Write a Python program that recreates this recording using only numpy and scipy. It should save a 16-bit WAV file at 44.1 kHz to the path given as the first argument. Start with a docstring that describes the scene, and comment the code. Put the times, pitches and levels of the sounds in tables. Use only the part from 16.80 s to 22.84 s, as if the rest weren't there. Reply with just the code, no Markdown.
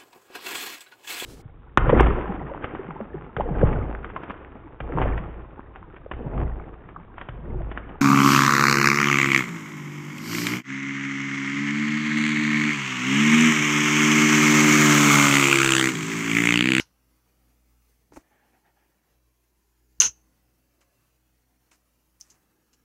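"""A hand bumps a felt table and a sleeve rustles, then clay gaming chips click together, bright and close. (The
tail of an earlier click just catches the opening.) Each click is a short ring over a knock of the stack and
table; most rings are two chip faces meeting, but the lower one at 3.22 s is the knock of the stack ringing out.
The echo in the small room is held briefly and then cut short. Softer clicks and scuffs on the felt follow. In
between there is only hiss, a faint high whine and a low hum that comes up around the louder sounds."""
import sys
import numpy as np
from scipy import signal
from scipy.fft import rfft, irfft
from scipy.io import wavfile
from scipy.ndimage import uniform_filter1d

SR = 44100
rng = np.random.default_rng(int(sys.argv[2]) if len(sys.argv) > 2 else 0)


def generate_wav(sig):
    """Save sig (samples, or channels by samples) to the path in sys.argv[1] as 16-bit PCM at SR."""
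    pcm = np.round(np.clip(np.atleast_2d(sig).T, -1, 1) * 32767).astype(np.int16)
    wavfile.write(sys.argv[1], SR, pcm)


N = 266584

# chip meets chip (the 3.22 s row's 2851 Hz ring is the stack and table's knock tone): start_s, ring_db,
# ring_pitch_hz, ring_length_s, knock_db, knock_tilt_db_per_oct, echo_db
CHIP_CLICKS = [(-.049, -10, 5730, 0.00096, -6, -1.5, 0.5), (3.2014, -0.2, 6310, 0.0026, -26, 6.5, -4),
               (3.2045, -0.5, 6290, 0.0029, -22.5, 2, -9), (3.207, -11, 6030, 0.0016, -22.5, -1.5, 4.5),
               (3.2087, -14, 6340, 0.0014, -17, 1, -1), (3.2113, -6, 6640, 0.0015, -20, 0, -7),
               (3.22, -15, 2851, 0.0026, -14, 2, -7.5), (3.229, -26, 6270, .002, -19, -1.5, 4.5),
               (3.253, -19, 6385, .004, -33, -2, -6), (4.014, -60, 2800, 0.0018, -62, 0, 2.5),
               (4.916, -52.5, 2497, 0.0018, -54, 0, 2.5), (5.4109, -29, 6040, 0.0013, -56, 9, -9.5),
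               (5.415, -32, 5800, 0.0013, -62, 5, -7.5), (5.425, -43.5, 5800, .0013, -60, 4, -9),
               (5.5022, -42, 6520, 0.0011, -57, 6, 6.5), (5.5062, -42.5, 5870, 0.00074, -60, 0.5, 1.5),
               (5.931, -53.5, 6490, .0008, -61.5, 2, 12)]
# resonances of the stack and table under a click: pitch_hz, gain_db, t60_s
KNOCK_MODES = [(129, -36, .06), (250, -30.5, .04), (440, -28, .03), (952, -13.5, 0.018), (1451, -8, 0.015),
               (1990, -5, .005), (2838, 1, 0.0059), (3620, -4.5, .004), (4127, -5.5, 0.01),
               (4970, -4, 0.0069), (8000, -7.5, 0.0049), (8800, -11.5, .002), (9760, -7, 0.0051),
               (10600, -11, .002), (11400, -11.5, 0.0051), (12970, -12, .002), (14776, -17.5, .002)]
# dull bumps on the padded table, harder when shorter: start_s, level_db, push_length_s
HAND_BUMPS = [(1.3228, -40, 0.00071), (1.339, -50, 0.0022), (1.3703, -31.5, 0.00086),
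              (1.3735, -31.5, 0.0013), (1.396, -60, 0.0016)]
# resonances of the table top: pitch_hz, gain_db, t60_s
TABLE_MODES = [(55.4, -13, 0.069), (288, 3, .033), (525, -17, .015), (820, -7, 0.022), (1100, -7, 0.013),
               (1880, -18, .01)]
# chips and fingers brushing the felt: start_s, length_s, level_db, tilt_db_per_oct
FELT_SCUFFS = [(1.319, 0.016, -54.5, -5.5), (1.332, .03, -65, 3.5), (1.359, .011, -49, -4.5),
               (1.362, 0.013, -60, 9), (1.387, 0.023, -66, -3), (4.006, 0.023, -66, -1),
               (4.911, 0.019, -62, 0), (4.933, .025, -69, 2), (5.399, .015, -57, 7), (5.43, .07, -69.5, 2),
               (5.508, 0.048, -71, -1)]
# tone colour of rubbed felt: frequency_hz, density_db
FELT_SPECTRUM = [(120, -51), (200, -6.5), (314, 2.5), (412, -12.5), (775, -4.5), (2090, -4), (2290, -4.5),
                 (3410, -16), (6420, -5.5), (15000, -26)]
# tugs of the sleeve: start_s, length_s, level_db
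SLEEVE_TUGS = [(1.44, .04, -75), (1.515, .17, -69.5), (1.735, .022, -67), (1.86, .02, -66.5),
               (1.97, .08, -72), (2.1, .25, -79)]
# tone colour of the cloth: frequency_hz, density_db
CLOTH_SPECTRUM = [(180, -20), (300, -1.5), (660, -17.5), (816, 0.5), (962, -16), (1860, -9), (5000, -34),
                  (6500, -50), (11000, -120)]
# tone colour of the hiss: frequency_hz, density_db
HISS_SPECTRUM = [(20, -30), (45, -13), (60, -8), (90, -18.5), (125, -12.5), (170, -15), (290, -14.5),
                 (450, -18.5), (800, -20.5), (1500, -25), (2800, -26.5), (3500, -32.5), (6300, -27.5),
                 (8000, -32.5), (12000, -28.5), (15800, -30)]
# slow drift of the hiss: time_s, low_band_db, high_band_db
HISS_DRIFT = [(0.0, -77.5, -80), (0.4, -73.5, -76), (1.1, -77, -76.5), (1.6, -74, -78.5),
              (2.35, -76, -78.5), (2.64, -80, -80.5), (3.23, -77.5, -77), (3.38, -70.5, -76.5),
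              (3.65, -76, -78.5), (5.3, -76.5, -77.5), (5.62, -72.5, -77), (6.04, -76, -78.5)]
# fader curve of the hum: time_s, gain_db
HUM_FADER = [(0.0, -72), (0.54, -67), (1.24, -67), (1.33, -72), (2.07, -77), (2.39, -73), (2.81, -74),
             (3.41, -68), (3.55, -71), (4.34, -73), (4.64, -71), (5.11, -74), (5.63, -73), (6.04, -74)]
# partials of the hum: pitch_hz, gain_db, width_hz
HUM_PARTIALS = [(57.2, 0.5, 2.2), (120, -9.5, 6.9), (187, -15.5, 8), (255, -14, 10), (316, -12.5, 6.1)]

PREROLL = 4410  # samples, so a click can fall before the start


def chips(room_t60=.52, knock_echo_t60=.26, cut_db_s=520, knock_cut_db=24, build_s=.0015, contact_s=.00028):
    """Two clay faces close and part: a ring swells and shrinks over a knock, and the room answers."""
    hold_s, hold_s_per_db, min_hold_s = .066, .0021, .004
    linger_db, linger_t60, narrow_t60 = -38, .42, .006  # a faint, narrower ring outlasts the cut
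    out, t, tail_t = np.zeros(N + PREROLL), np.arange(1500) / SR, np.arange(SR // 2) / SR
    starts, rings_db = np.transpose(CHIP_CLICKS)[:2]
    # a louder ring keeps the echo open longer, also for the clicks that follow it
    cut_times = np.maximum.accumulate(starts + np.maximum(hold_s + hold_s_per_db * rings_db, min_hold_s))
    for click, held_s in zip(CHIP_CLICKS, cut_times - starts):
        start, ring_db, hz, length, knock_db, tilt, echo_db = click
        swell = np.sin(np.pi * np.clip(t / length, 0, 1) ** .7) ** 2
        ring = amp(ring_db) * swell * np.sin(2 * np.pi * hz * t)
        modes = [(f, db + tilt * np.log2(f / 3000), t60) for f, db, t60 in KNOCK_MODES]
        knock = amp(knock_db) * resonate(modes, t) * (1 - np.exp(-t / contact_s))
        narrow = signal.fftconvolve(ring, resonate([(hz, 0, narrow_t60)], t))
        narrow *= np.linalg.norm(ring) / np.linalg.norm(narrow)
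        add(out, start, ring + knock)
        build = (1 - np.exp(-tail_t / build_s)) * amp(echo_db) / np.sqrt(SR * .018)
        cut_db = cut_db_s * np.maximum(tail_t - held_s, 0)
        for sound, decay_db in [(ring, -cut_db - 60 * tail_t / room_t60),
                                (knock, -np.minimum(cut_db, knock_cut_db) - 60 * tail_t / knock_echo_t60),
                                (narrow, linger_db - 60 * (tail_t - held_s) / linger_t60)]:
            reflections = rng.standard_normal(len(tail_t)) * build * amp(decay_db)
            add(out, start, signal.fftconvolve(sound, reflections))
    return out[PREROLL:]


def table_bumps(ring_db=-5):
    """The hand's rounded push pulls the pressure down, then the table top rings low."""
    out, t = np.zeros(N + PREROLL), np.arange(4000) / SR
    for start, db, length in HAND_BUMPS:
        push = np.sin(np.pi * np.clip(t / length, 0, 1)) ** 2
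        ring = signal.fftconvolve(push / push.sum(), resonate(TABLE_MODES, t))[:len(t)]
        add(out, start, -amp(db) * (push + amp(ring_db) * ring))
    return out[PREROLL:]


def felt_scuffs(grain_db=2.8, attack_s=.0025, release_db_s=770, size=4096):
    """Short strokes over felt: friction noise, made grainy by the uneven grip."""
    out, t, hz = np.zeros(N + PREROLL), np.arange(size) / SR, np.fft.rfftfreq(size, 1 / SR)
    for start, length, db, tilt in FELT_SCUFFS:
        colour = amp(spectrum_db(FELT_SPECTRUM, hz) + tilt * np.log2((hz + 50) / 2000))
        rub = unit_rms(irfft(rfft(rng.standard_normal(size)) * colour))
        grip = amp(grain_db * flutter(size, 60))
        stroke = np.clip(t / attack_s, 0, 1) * amp(-np.maximum(t - length, 0) * release_db_s)
        add(out, start, amp(db) * rub * grip * stroke)
    return out[PREROLL:]


def sleeve(attack_db_s=700, release_db_s=300):
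    """Cloth drags in small starts and stops: each tug rises fast, holds and fades."""
    def level_db(hz, t):
        tugs_db = [db - attack_db_s * np.maximum(start - t, 0)
                   - release_db_s * np.maximum(t - start - length, 0) for start, length, db in SLEEVE_TUGS]
        cloth_db = spectrum_db(CLOTH_SPECTRUM, hz) + band_trim_db(CLOTH_SPECTRUM, 600, 2600)
        return cloth_db + np.max(tugs_db, axis=0)
    return textured_noise(level_db, patch_db=2.5, streak_db=2.5)


def hiss(flicker_db=.9, size=1024):
    """A bed of room and microphone noise; it flickers, and its lows and highs drift apart."""
    times, low_db, high_db = np.transpose(HISS_DRIFT)
    low_db = low_db + band_trim_db(HISS_SPECTRUM, 300, 2000, size)
    high_db = high_db + band_trim_db(HISS_SPECTRUM, 7500, 15000, size)

    def level_db(hz, t):
        treble = np.clip(np.log2((hz + 1) / 1200) / 1.9, 0, 1)  # crossfade from low band to high
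        drift_db = (1 - treble) * np.interp(t, times, low_db) + treble * np.interp(t, times, high_db)
        return spectrum_db(HISS_SPECTRUM, hz) + drift_db + flicker_db * flutter(len(t), 6)
    return textured_noise(level_db, patch_db=1.1, streak_db=2.5, size=size)


def hum(steady=.78, waver_db=1.1):
    """A low, wavering hum; each partial is a steady tone with a fuzz of narrow noise around it."""
    t, out = np.arange(N) / SR, 0
    for hz, db, width_hz in HUM_PARTIALS:
        lowpass = [1], [1, -np.exp(-np.pi * width_hz / SR)]
        fuzz = signal.lfilter(*lowpass, signal.lfilter(*lowpass, rng.standard_normal((2, N))))
        envelope = steady + (1 - steady) * (unit_rms(fuzz[0]) + 1j * unit_rms(fuzz[1]))
        out = out + amp(db) * unit_rms((envelope * np.exp(2j * np.pi * hz * t)).real)
    waver = unit_rms(uniform_filter1d(flutter(N, 3000), 3000))
    return out * amp(np.interp(t, *np.transpose(HUM_FADER)) + waver_db * waver)


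def hum_lift(foreground, threshold_db=-65, ramp_db=8, lift_db=12, window_s=.034):
    """Side-chain gain that lets the hum up while the foreground is loud in the mids."""
    mids = signal.sosfilt(signal.butter(2, [300, 2000], "band", fs=SR, output="sos"), foreground)
    mids_db = 10 * np.log10(abs(uniform_filter1d(mids ** 2, round(window_s * SR))) + 1e-12)
    return amp(lift_db * np.clip((mids_db - threshold_db) / ramp_db, 0, 1))


def whine(pitch_hz=12021, level_db=-90.5):
    """One thin high tone whose phase wanders a little."""
    wander = 2.5 * np.cumsum(rng.standard_normal(N)) / np.sqrt(SR)
    return amp(level_db) * np.sqrt(2) * np.sin(2 * np.pi * pitch_hz * np.arange(N) / SR + wander)


def resonate(modes, t):
    """A struck body's dying sines; neighbours start in opposite directions to fill the gaps between."""
    return sum((-1) ** k * amp(db - 60 * t / t60) * np.sin(2 * np.pi * hz * t)
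               for k, (hz, db, t60) in enumerate(modes))


def textured_noise(level_db, patch_db, streak_db, size=512):
    """Noise shaped by level_db(hz, t), roughened with small patches and thin lingering streaks."""
    frames, hz = N // (size // 4) + 5, np.fft.rfftfreq(size, 1 / SR)[:, None]
    t = np.arange(frames) * size / 4 / SR
    real, imag, patches, streaks = rng.standard_normal((frames, size // 2 + 1, 4)).T
    patches = unit_rms(uniform_filter1d(uniform_filter1d(patches, 5, axis=0), 10, axis=1))
    streaks = unit_rms(uniform_filter1d(uniform_filter1d(streaks, 2, axis=0), 70, axis=1))
    gain = amp(level_db(hz, t) + patch_db * patches + streak_db * streaks)
    return signal.istft((real + 1j * imag) * gain, nperseg=size, noverlap=3 * size // 4)[1][:N]


def band_trim_db(points, low_hz, high_hz, size=512):
    """Trim that brings the summed power of a spectrum's bins in one band to 0 dB."""
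    hz = np.fft.rfftfreq(size, 1 / SR)
    band = amp(spectrum_db(points, hz[(hz > low_hz) & (hz < high_hz)]))
    return -10 * np.log10(np.sum(band ** 2))


def spectrum_db(points, hz):
    """An EQ curve through the points, on a log frequency axis."""
    point_hz, point_db = np.transpose(points)
    return np.interp(np.log(hz + 1), np.log(point_hz + 1), point_db)


def flutter(count, smoothing):
    return unit_rms(uniform_filter1d(rng.standard_normal(count), smoothing))


def amp(db):
    return 10 ** (np.asarray(db) / 20)


def unit_rms(x):
    return x / np.sqrt(np.mean(x ** 2) + 1e-30)


def add(mix, start_s, sound):
    part = mix[PREROLL + round(start_s * SR):][:len(sound)]
    part += sound[:len(part)]


def scene():
    """Mono mix: the action on the table in front, sleeve and room tone behind."""
    foreground = chips() + table_bumps() + felt_scuffs()
    return (foreground + sleeve() + hiss() + hum() * hum_lift(foreground) + whine())[None]


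def record(dry, low_cut_hz=31, ceiling=.97, high_cut_hz=15800):
    """The microphone drops the deepest bass; peaks are soft-clipped and the very top is cut off."""
    lean = signal.sosfilt(signal.butter(2, low_cut_hz, "high", fs=SR, output="sos"), dry)
    clipped = lean / (1 + abs(lean / ceiling) ** 8) ** (1 / 8)
    high_cut = signal.firwin(1023, high_cut_hz, window=("kaiser", 9), fs=SR)
    return signal.oaconvolve(clipped, high_cut[None], "same")


dry = scene()
out = record(dry)
generate_wav(out)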